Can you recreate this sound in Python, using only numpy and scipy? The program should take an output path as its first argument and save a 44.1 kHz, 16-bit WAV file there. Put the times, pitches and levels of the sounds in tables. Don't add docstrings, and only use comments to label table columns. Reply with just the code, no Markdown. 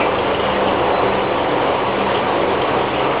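import sys
import numpy as np
from scipy import signal
from scipy.fft import rfft, irfft, next_fast_len
from scipy.io import wavfile
from scipy.ndimage import uniform_filter1d, map_coordinates

SR = 44100
rng = np.random.default_rng(int(sys.argv[2]) if len(sys.argv) > 2 else 0)


def dump(signal):
    limited = np.clip(np.atleast_2d(signal).T, -1, 1)
    pcm = np.round(limited * 32767).astype(np.int16)
    wavfile.write(sys.argv[1], SR, pcm)


def voltage_ratio(level):
    return 10 ** (np.asarray(level, float) / 20)


N = 141120
TIME_S = np.arange(N) / SR


def unit(x):
    return x / np.sqrt(np.mean(x ** 2) + 1e-20)


def along(points, hz):
    point_hz, value = np.transpose(points)
    return np.interp(np.log(hz + 1), np.log(point_hz + 1), value)


def wobble(knots_per_s):
    return map_coordinates(rng.standard_normal(400), [TIME_S * knots_per_s])


def filtered(x, response):
    size = next_fast_len(N + 8192)
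    spectrum = rfft(x, size) * response(np.fft.rfftfreq(size, 1 / SR))
    return irfft(spectrum, size)[..., :N]


def rush(spectrum, patchy_db):
    grains = signal.stft(rng.standard_normal(N + 512), nperseg=512)[2]
    field = uniform_filter1d(rng.standard_normal(grains.shape), size=4, axis=0)
    field = uniform_filter1d(field, size=10, axis=1)
    x = signal.istft(grains * voltage_ratio(patchy_db * unit(field)), nperseg=512)[1][:N]
    return unit(filtered(x, lambda hz: voltage_ratio(along(spectrum, hz))))


def gates(rows, edge_s):
    total = np.zeros(N)
    for start_s, length_s, level_db in rows:
        to_edge_s = np.minimum(TIME_S - start_s, start_s + length_s - TIME_S)
        total += voltage_ratio(level_db) * np.clip(to_edge_s / edge_s + 0.5, 0, 1)
    return total


# start_s, level_db
LOAD = [(0.0, -11.5), (0.03, -18), (0.99, -17), (1.01, -16), (1.36, -19.5), (1.67, -15.5), (1.92, -20),
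        (2.01, -15), (2.04, -21), (2.07, -17), (2.69, -18.5), (2.74, -15), (2.91, -18.5), (3.2, -18)]


def load():
    start_s, level_db = np.transpose(LOAD)
    return np.interp(TIME_S, start_s, level_db)


# pitch_hz, density_db_per_hz
ROAR = [(12, -49.5), (20, -28), (38, -19.5), (120, -13), (229, -11), (507, 1), (619, -3.5), (955, -2.5),
        (1500, -16.5), (1950, -41), (3300, -120)]


def roar(load_db):
    return voltage_ratio(load_db - 1.47 + 0.24 * wobble(12)) * rush(ROAR, patchy_db=0.33)


# pitch_hz, density_db_per_hz
HISS = [(650, -27), (1100, -6), (1410, -8.5), (2940, -10), (3630, -17.5), (4000, -27), (5200, -57),
        (8800, -120)]


def hiss(swing_db):
    level_db, follows = -27.5, 0.44
    return voltage_ratio(level_db + follows * swing_db + 0.44 * wobble(20)) * rush(HISS, patchy_db=0.84)


# pitch_hz, width_hz, level_db
PANELS = [(73.7, 6, -42.5), (99.6, 10, -45), (122.5, 13, -40.5), (299.8, 4, -35), (325.2, 5.5, -38.5),
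          (347.1, 5.4, -34), (389.3, 9.8, -33.5), (417.8, 10, -34), (693.4, 30, -35.5), (751.7, 15, -34),
          (934, 15, -35.5), (1130, 19, -36.5), (1190, 7, -43)]


def panels(swing_db):
    hum = np.zeros(N)
    for pitch_hz, width_hz, level_db in PANELS:
        shake = rng.standard_normal(N)
        band = filtered(shake, lambda hz: 1 / (1 + (2 * (hz - pitch_hz) / width_hz) ** 2))
        hum += voltage_ratio(level_db) * unit(band)
    return voltage_ratio(0.2 * swing_db) * hum


def machine():
    load_db = load()
    swing_db = load_db - load_db.mean()
    return roar(load_db) + hiss(swing_db) + panels(swing_db)


# start_s, level_db
DRONE = [(0, -43), (.2, -34), (.38, -35.5), (.46, -30.5), (.72, -30), (.8, -43.5), (1.0, -42),
         (1.07, -28.5), (1.3, -36.5), (1.7, -44), (1.85, -35.5), (2.08, -28.5), (2.2, -37), (2.45, -34),
         (2.65, -39), (2.83, -32.5), (2.92, -40), (3.2, -41)]


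def pump_drone():
    pitch_hz = 198.5
    start_s, level_db = np.transpose(DRONE)
    tone = np.sin(2 * np.pi * pitch_hz * TIME_S + 0.26 * wobble(5.5))
    return voltage_ratio(np.interp(TIME_S, start_s, level_db) + 3.0) * tone


# pitch_hz, start_level_db, end_level_db
BLADES = [
    (507.6, -26.5, -34.5),
    (563.7, -29, -33),
    (273.2, -36.5, -36.5),
    (133.1, -42.5, -37),
]


def fan_blades():
    total = np.zeros(N)
    for pitch_hz, start_db, end_db in BLADES:
        level_db = 2.5 + start_db + (end_db - start_db) * TIME_S / TIME_S[-1] + 1.3 * wobble(7)
        total += voltage_ratio(level_db) * np.sin(2 * np.pi * pitch_hz * TIME_S + 0.83 * wobble(5))
    return total


# start_s, pitch_hz, level_db
WHINE = [
    (0, 873, -31),
    (.09, 910, -32),
    (.15, 995, -31),
    (.24, 1006, -37),
    (.36, 1015, -32.5),
    (.47, 1000, -29),
    (.56, 970, -33),
    (.68, 950, -55),
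]


def drive():
    start_s, pitch_hz, level_db = np.transpose(WHINE)
    phase = 2 * np.pi * np.cumsum(np.interp(TIME_S, start_s, pitch_hz)) / SR
    return voltage_ratio(np.interp(TIME_S, start_s, level_db) + 1.5 * wobble(18)) * np.sin(phase)


def strike(level_db, pitch_hz, t60_s, crack_db):
    ring_spread, side_mode_db = 0.08, -5
    crack_t60_s, attack_s = 0.045, 0.002
    t = np.arange(SR // 4) / SR
    side = np.arange(6)[:, None] > 0
    detune, phase = rng.standard_normal((2, 6, 1))
    mode_hz = pitch_hz * (1 + ring_spread * detune * side)
    modes = np.sin(2 * np.pi * mode_hz * t + 3 * phase)
    ring = (voltage_ratio(side_mode_db * side) * modes).sum(0)
    crack = voltage_ratio(crack_db - 60 * t / crack_t60_s) * np.diff(rng.standard_normal(len(t) + 1))
    attack = 1 - np.exp(-t / attack_s)
    return attack * (voltage_ratio(level_db - 3 - 60 * t / t60_s) * ring + 4 * crack)


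# start_s, level_db, pitch_hz, t60_s, crack_db
CLANKS = [(0.002, -17, 2700, .1, -24), (0.014, -19, 2350, .12, -28), (0.1486, -26, 3300, .05, -24),
          (0.186, -20, 2890, .05, -26), (0.542, -25, 2160, .08, -28), (0.5596, -22, 1900, .1, -22),
          (0.671, -26, 3000, .05, -28), (1.01, -16, 480, .2, -30), (1.172, -24, 2480, .06, -28),
          (1.5095, -26, 3600, .04, -24), (1.925, -23, 2890, .06, -28), (2.088, -23, 1930, .08, -28),
          (2.114, -22, 1950, .07, -25), (2.141, -22, 2900, .1, -21), (2.155, -22, 3100, .07, -23),
          (2.413, -27, 3300, .04, -27), (2.5, -26, 3300, .04, -23), (2.616, -19, 3000, .045, -19),
          (2.938, -23, 2550, .08, -26), (2.948, -25, 3300, .05, -24), (2.995, -23, 2890, .06, -30),
          (3.041, -22, 2510, .07, -24), (3.043, -17, 1190, .16, -30)]


def clanks():
    out = np.zeros(N + SR)
    for start_s, level_db, pitch_hz, t60_s, crack_db in CLANKS:
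        hit = strike(level_db, pitch_hz, t60_s, crack_db)
        out[round(start_s * SR):][:len(hit)] += hit
    return out[:N]


# start_s, level_db
TINKS = [(.26, -25), (.345, -22.5), (.392, -23.5), (.435, -23.5), (.455, -24.5), (.497, -22), (.515, -22),
         (.68, -23.5), (1.19, -24), (2.96, -23.5)]


def tinks():
    pitch_hz, t60_s = 2907, 0.078
    out = np.zeros(N + SR)
    for start_s, level_db in TINKS:
        hit = strike(level_db, pitch_hz, t60_s, level_db - 14)
        out[round(start_s * SR):][:len(hit)] += hit
    return out[:N]


def rattle():
    ticks_per_s, top_hz, level_db = 120, 3215, -38.5
    scatter_db, decay_cycles = 4, 3.6
    chance = rng.random((600, 3))
    start = (np.cumsum(-np.log(chance[:, 0])) / ticks_per_s * SR).astype(int)
    pitch_hz = top_hz * voltage_ratio(6 * (chance[:, 1:2] - 1.0))
    k = np.arange(400)
    gain = voltage_ratio(-scatter_db * np.log(0.055 + chance[:, 2:]))
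    decay = np.exp(-k / SR * pitch_hz / decay_cycles)
    ticks = gain * np.sin(2 * np.pi * pitch_hz * k / SR) * decay
    train = np.bincount((start[:, None] + k).ravel(), ticks.ravel(), N)[:N]
    return voltage_ratio(level_db) * unit(train)


def hall(x):
    t60_s, gap_s = 0.38, 0.008
    t = np.arange(SR // 2) / SR
    tail = rng.standard_normal(len(t)) * voltage_ratio(-60 * t / t60_s) * (t > gap_s)
    return signal.fftconvolve(x, tail / np.linalg.norm(tail))[:N]


# pitch_hz, level_db
MIC = [(3000, 0.5), (3500, 2), (3900, -9)]


def chain():
    dry = clanks() + tinks() + rattle()
    wet = dry + voltage_ratio(-5.5) * hall(dry)
    return filtered(wet, lambda hz: voltage_ratio(along(MIC, hz)))


# start_s, length_s, level_db
WHISTLE = [
    (0.868, 0.028, -52.5),
    (0.923, 0.084, -48),
    (1.076, 0.033, -49.5),
    (1.243, 0.083, -54),
    (1.404, 0.047, -57.5),
]


def whistle():
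    pitch_hz = 3932
    return voltage_ratio(4) * gates(WHISTLE, edge_s=0.008) * np.sin(2 * np.pi * pitch_hz * TIME_S)


def scene():
    tones = pump_drone() + fan_blades() + drive()
    return (machine() + tones + chain() + whistle())[None]


RATE_HZ = 8000


def band_limited(dry):
    edge_hz = 6
    return filtered(dry, lambda hz: np.clip((RATE_HZ / 2 - hz) / edge_hz, 0, 1))


# pitch_hz, level_db
MIRROR = [(4000, -0.5), (4300, -8), (4500, -15.5), (4800, -26), (5050, -39), (5400, -65.5), (6000, -93)]


def mirror_image(band):
    folded = 2 * band * np.cos(2 * np.pi * RATE_HZ * TIME_S)
    return filtered(folded, lambda hz: voltage_ratio(along(MIRROR, hz)) * (hz < 7000))


# start_s, length_s, level_db
BURSTS = [
    (.185, .025, -81),
    (.535, .035, -83),
    (2.095, .11, -83),
    (2.14, .03, -82),
    (3.045, .022, -79),
]
# pitch_hz, density_db_per_hz
BURST_COLOUR = [(5000, -0.5), (6200, -1), (8000, -11), (16000, -14)]


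def faint_bursts():
    return gates(BURSTS, edge_s=0.006) * rush(BURST_COLOUR, patchy_db=-1.0)


# pitch_hz, density_db_per_hz
FLOOR = [(5000, -9), (6800, -9), (7600, -0.5), (9900, -0.5), (10500, -6.5), (11500, 0.5), (12500, -1.5),
         (13600, -0.5), (14400, -7), (17000, -6.5)]


def faint_floor():
    return voltage_ratio(-90.5) * rush(FLOOR, patchy_db=1.3)


def top_cut(x):
    return signal.sosfilt(signal.butter(12, 15700, fs=SR, output="sos"), x)


def record(dry):
    offset = -0.0044
    band = band_limited(dry)
    mix = band + mirror_image(band) + faint_floor() + faint_bursts() + offset
    return top_cut(mix)


dry = scene()
out = record(dry)
dump(out)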